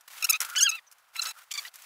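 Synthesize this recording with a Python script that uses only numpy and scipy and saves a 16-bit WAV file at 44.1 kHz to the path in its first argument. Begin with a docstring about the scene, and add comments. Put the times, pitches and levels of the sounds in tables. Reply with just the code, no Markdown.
"""In a quiet room, close to a bicycle, the disc brake is squeezed, let go and squeezed again.
Its pads stick to the spinning steel disc and slip free about 1000-1700 times a second, which makes
short gliding squeaks with bright overtones. In between, the pads scrape grittily, grab with a rasp
and make the disc sing dully. The pads and their clamp (the caliper) click, and once the disc
grazes a released pad with a faint chirp."""
import sys
import numpy as np
from scipy import signal
from scipy.fft import rfft, irfft
from scipy.io import wavfile
from scipy.ndimage import uniform_filter1d

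SR = 44100
rng = np.random.default_rng(int(sys.argv[2]) if len(sys.argv) > 2 else 0)


def inscribe(sig):
    """Save sig as 16-bit PCM at rate SR to the path in sys.argv[1].

    A 1-D sig is mono; a 2-D sig holds one channel per row.
    Samples are clipped to [-1, 1] before scaling.
    """
    pcm = np.round(np.clip(np.atleast_2d(sig).T, -1, 1) * 32767)
    wavfile.write(sys.argv[1], SR, pcm.astype(np.int16))


N = 81585

# The tone of the room, the scraping and the clicks. Each row: frequency in Hz, gain in dB.
ROOM_TONE = [(100, -21), (330, -23), (700, -2), (1450, 2), (2000, -5.5), (8000, -18)]
SCRAPE_TONE = [(330, -24.5), (700, -5.5), (1350, 2), (2600, 0.5), (4500, -3), (12500, -5.5), (15500, -5)]
CLICK_TONE = [(250, -40), (700, -24.5), (1350, -4.5), (4500, -8), (6000, -0.5), (8500, -4.5), (11300, -2),
              (15500, -11.5)]
# Light touches that make the disc sing. Each row: start in seconds, end in seconds, level in dB.
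LIGHT_RUBS = [(0.4, 0.569, -45), (1.235, 1.272, -42), (1.354, 1.423, -55)]
# How loudly the pads drag on the disc. Each row: time in seconds, level in dB.
SCRAPE_LEVELS = [(.075, -70.5), (.079, -42.5), (.101, -57), (.109, -45.5), (.365, -43), (.382, -57),
                 (.401, -63), (.406, -37), (.48, -45.5), (.56, -41.5), (.76, -50.5), (.82, -68.5),
                 (1.13, -68), (1.16, -43.5), (1.21, -45), (1.27, -37.5), (1.31, -40), (1.33, -63),
                 (1.39, -50.5), (1.495, -70), (1.515, -45), (1.533, -58.5), (1.545, -45), (1.68, -46.5),
                 (1.703, -66.5), (1.728, -68), (1.742, -52.5), (1.85, -52.5)]
# Knocks of the pads and caliper. Each row: start in seconds, level in dB.
KNOCKS = [(.009, -49.5), (0.404, -21), (.415, -22.5), (.448, -28.5), (.499, -36), (0.914, -46.5),
          (0.924, -47), (.983, -57.5), (1.232, -30.5), (1.242, -36), (1.74, -44.5), (1.757, -40.5),
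          (1.821, -44)]
# Moments when the pads grab. Each row: start in seconds, ringing frequency in Hz, level in dB.
GRABS = [(0.553, 2130, -33.5), (0.56, 5830, -30.5), (.713, 4800, -42.5), (0.785, 2160, -47.5),
         (1.157, 2460, -37), (1.255, 4500, -32.5), (1.51, 3130, -40), (1.56, 1870, -47.5),
         (1.576, 6360, -37), (1.676, 4160, -46)]
# How the brake rings after a slip, low and high. Each row: frequency in Hz, gain in dB.
LOW_TONE = [(800, -27.5), (1300, -1.5), (2700, 2.5), (4700, 0.5), (5600, -39.5)]
HIGH_TONE = [(3700, -25), (5100, -1.5), (6500, 1), (8000, -7.5), (12000, -14.5), (15500, -25)]
# The squeaks. Each row: low and high ringing frequencies in Hz, gain of the top treble in dB,
# roughness from 0 to 1, and a path. Each row of a path: time in seconds, slips per second,
# level of the low part in dB, level of the high part in dB.
PAD_SQUEAKS = [ (2500, 5800, 11.5, 0.28, [(.226, 1386, -27.5, -26.5), (.234, 1232, -31, -47),
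               (.241, 1257, -32.5, -52), (.244, 1337, -30, -20), (.253, 1428, -26.5, -25)]),
               (2310, 7170, 14.5, .16, [(.292, 1280, -22.5, -64), (.297, 1347, -33.5, -18),
               (.308, 1317, -24.5, -16)]), (2310, 6200, 4, 0.46, [(.326, 1190, -28.5, -42),
               (.333, 1238, -32.5, -21.5), (.339, 1258, -24.5, -55), (.360, 1292, -30.5, -37.5),
               (.370, 1354, -42, -58)]), (2930, 6300, -0.5, 0.18, [(.564, 1477, -26.5, -47),
               (.580, 1520, -22.5, -34), (.585, 1679, -30, -24), (.596, 1734, -29, -28),
               (.602, 1510, -25, -45), (.609, 1365, -27, -21.5), (.622, 1466, -28, -22),
               (.634, 1622, -29.5, -13), (.648, 1680, -29.5, -33.5), (.668, 1570, -19, -42),
               (.674, 1372, -26.5, -54), (.683, 1386, -20.5, -54)]),
               (2640, 6690, 5, 0.07, [(.692, 1308, -29, -24.5), (.701, 1313, -30.5, -24)]),
               (2810, 6200, 9, 0.32, [(.715, 1287, -34, -45), (.730, 1300, -32.5, -70),
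               (.741, 1311, -36.5, -62), (.755, 1354, -34, -76), (.769, 1277, -46.5, -74),
               (.790, 1190, -46, -69)]), (4200, 7900, 11.5, 0.27, [(1.166, 1343, -43.5, -35),
               (1.183, 1308, -42.5, -71), (1.190, 1350, -38.5, -63), (1.196, 1374, -23, -34),
               (1.200, 1393, -25.5, -53)]), (4060, 7630, -15, 0.42, [(1.219, 1254, -47, -27.5),
               (1.226, 1358, -28.5, -31)]), (4320, 7560, 4.5, 0.23, [(1.262, 1325, -35, -62),
               (1.271, 1324, -40.5, -31), (1.281, 1318, -42.5, -50.5), (1.293, 1315, -41, -35.5),
               (1.318, 1343, -44, -57)]), (3080, 7500, 6.5, 0.87, [(1.515, 1170, -36.5, -33.5),
               (1.524, 1192, -39, -35.5)]), (4800, 7400, 6, 0.46, [(1.540, 1196, -37, -31),
               (1.544, 1170, -38, -49), (1.550, 1226, -46, -41), (1.556, 1138, -32.5, -43),
               (1.562, 1150, -43, -54)]), (4230, 7300, 1, 0.38, [(1.578, 1200, -32, -38),
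               (1.595, 1128, -31, -54), (1.600, 1175, -55, -42)]),
               (1860, 6400, -8, 0.3, [(1.652, 971, -36.5, -74), (1.667, 984, -48.5, -50)]), ]


def amp(db):
    """Turn decibels into a number to multiply by."""
    return 10 ** (np.asarray(db) / 20)


def unit(x):
    """Scale a signal so that its typical size (rms) is 1."""
    return x / np.std(x)


def even(x, size=200):
    """Hold the strength near 1 all along, averaging over size samples."""
    power = uniform_filter1d(uniform_filter1d(x * x, size), size)
    return x / np.sqrt(power + 1e-12)


def wander(hz):
    """A smooth random wobble that turns about hz times a second."""
    size = max(int(SR / hz), 1)
    return unit(uniform_filter1d(uniform_filter1d(rng.standard_normal(N), size), size))


def colour(x, points, size=4096):
    """Shape a sound's tone with a table of frequencies and gains."""
    hz, db = np.array(points).T
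    freqs = np.maximum(np.arange(size // 2 + 1) * SR / size, 1)
    gain = amp(np.interp(np.log(freqs), np.log(hz), db))
    # these steps make the filter ring only after a sound, never before it
    cepstrum = irfft(np.log(gain))
    cepstrum[1:size // 2] *= 2
    cepstrum[size // 2 + 1:] = 0
    ring = irfft(np.exp(rfft(cepstrum)))
    return signal.fftconvolve(x, ring)[:len(x)]


def band(hz, width_hz):
    """Noise that rings around one frequency."""
    b, a = signal.iirpeak(hz, hz / width_hz, fs=SR)
    return unit(signal.lfilter(b, a, signal.lfilter(b, a, rng.standard_normal(N))))


def gate(t, start, end, rise_s=0.0035, fall_s=0.009):
    """Fade in just before start and out just after end."""
    return np.clip(np.minimum((t - start) / rise_s, (end - t) / fall_s) + 1, 0, 1) ** 2


def room(level_db=-66):
    """The faint, steady hush of the room."""
    return amp(level_db) * unit(colour(rng.standard_normal(N), ROOM_TONE))


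def chirp(t, peak_s=0.878, fade_s=0.0094, pitch_hz=6100, fall_hz_per_s=16000, level_db=-54):
    """The disc grazes a released pad: one faint, unsteady, falling chirp."""
    age = t - peak_s
    hz = (pitch_hz - fall_hz_per_s * age) * (1 + 0.026 * wander(hz=886))
    swell = np.exp(-np.square(age / fade_s))
    return amp(level_db) * np.sin(2 * np.pi * np.cumsum(hz) / SR) * swell


def singing_disc(t):
    """Rubbing too light to squeak makes the disc ring dully at its main note."""
    contact = sum(amp(db) * gate(t, start, end) for start, end, db in LIGHT_RUBS)
    return band(hz=1392, width_hz=250) * contact


def scrape(t, grain_db=3, flutter_db=2.5):
    """Tiny bumps on the steel break in a dense crackle that flutters with the disc's surface."""
    grains = rng.standard_normal(N) * amp(grain_db * wander(hz=SR / 10))
    flutter = amp(flutter_db * wander(hz=118))
    loudness = amp(np.interp(t, *np.array(SCRAPE_LEVELS).T))
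    return unit(colour(grains * flutter, SCRAPE_TONE)) * loudness


def clicks(t, decay_s=0.005):
    """Short metallic knocks as the pads catch and the caliper shifts."""
    force = sum(amp(db) * (t >= at) * np.exp(-np.abs(t - at) / decay_s) for at, db in KNOCKS)
    crack = rng.standard_normal(N)
    return colour(crack * force, CLICK_TONE) / np.std(colour(crack, CLICK_TONE))


def rasps(t, hold_s=0.0077):
    """The pads grab and chatter unevenly for a moment: a short rasp around one frequency."""
    return sum(even(band(hz, width_hz=0.49 * hz)) * amp(db) * gate(t, at, at + hold_s)
               for at, hz, db in GRABS)


def squeak(t, low_hz, high_hz, top_db, roughness, path, top_hz=8500, lift_db=9, lift_width_hz=426):
    """Each slip of the pads is a pulse; overtones near the brake's two ringing frequencies stand out."""
    times, slip_hz, low_db, high_db = np.array(path).T
    fade = gate(t, times[0], times[-1])
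    active = fade > 0
    now = t[active]
    sag = 0.09 * (1 - fade)  # the pitch is lower as the squeak starts and dies
    jitter = roughness * 0.056 * wander(hz=886)
    rate = np.interp(now, times, slip_hz) * (1 - sag + jitter)[active]
    phase = 2 * np.pi * np.cumsum(rate) / SR
    # one puff of grit with every slip
    grit = roughness * 0.29 * (1 + np.cos(phase)) * rng.standard_normal(N)[active]
    harmonics = np.arange(1, 16)[:, None]
    harmonic_hz = harmonics * rate
    high_tone = [(hz, db + top_db * (hz > top_hz)) for hz, db in HIGH_TONE]
    sound = np.zeros(N)
    for ring_hz, tone, db in (low_hz, LOW_TONE, low_db), (high_hz, high_tone, high_db):
        lift = amp(lift_db * np.exp(-np.square((harmonic_hz - ring_hz) / lift_width_hz)))
        slips = unit(sum(lift * np.cos(harmonics * phase) * (harmonic_hz < SR / 2)))
        sound[active] += even(colour(slips + grit, tone)) * amp(np.interp(now, times, db))
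    return sound * fade


def scene():
    """All the brake's sounds, heard close up in one channel over the quiet room."""
    t = np.arange(N) / SR
    squeaks = sum(squeak(t, *row) for row in PAD_SQUEAKS)
    brake = squeaks + rasps(t) + chirp(t) + scrape(t) + singing_disc(t) + clicks(t)
    return (brake + room())[None]


def record(dry):
    """Cut away the very highest treble."""
    cutoff_hz = 15600
    return signal.sosfilt(signal.ellip(10, .2, 80, cutoff_hz, fs=SR, output="sos"), dry)


dry = scene()
out = record(dry)
inscribe(out)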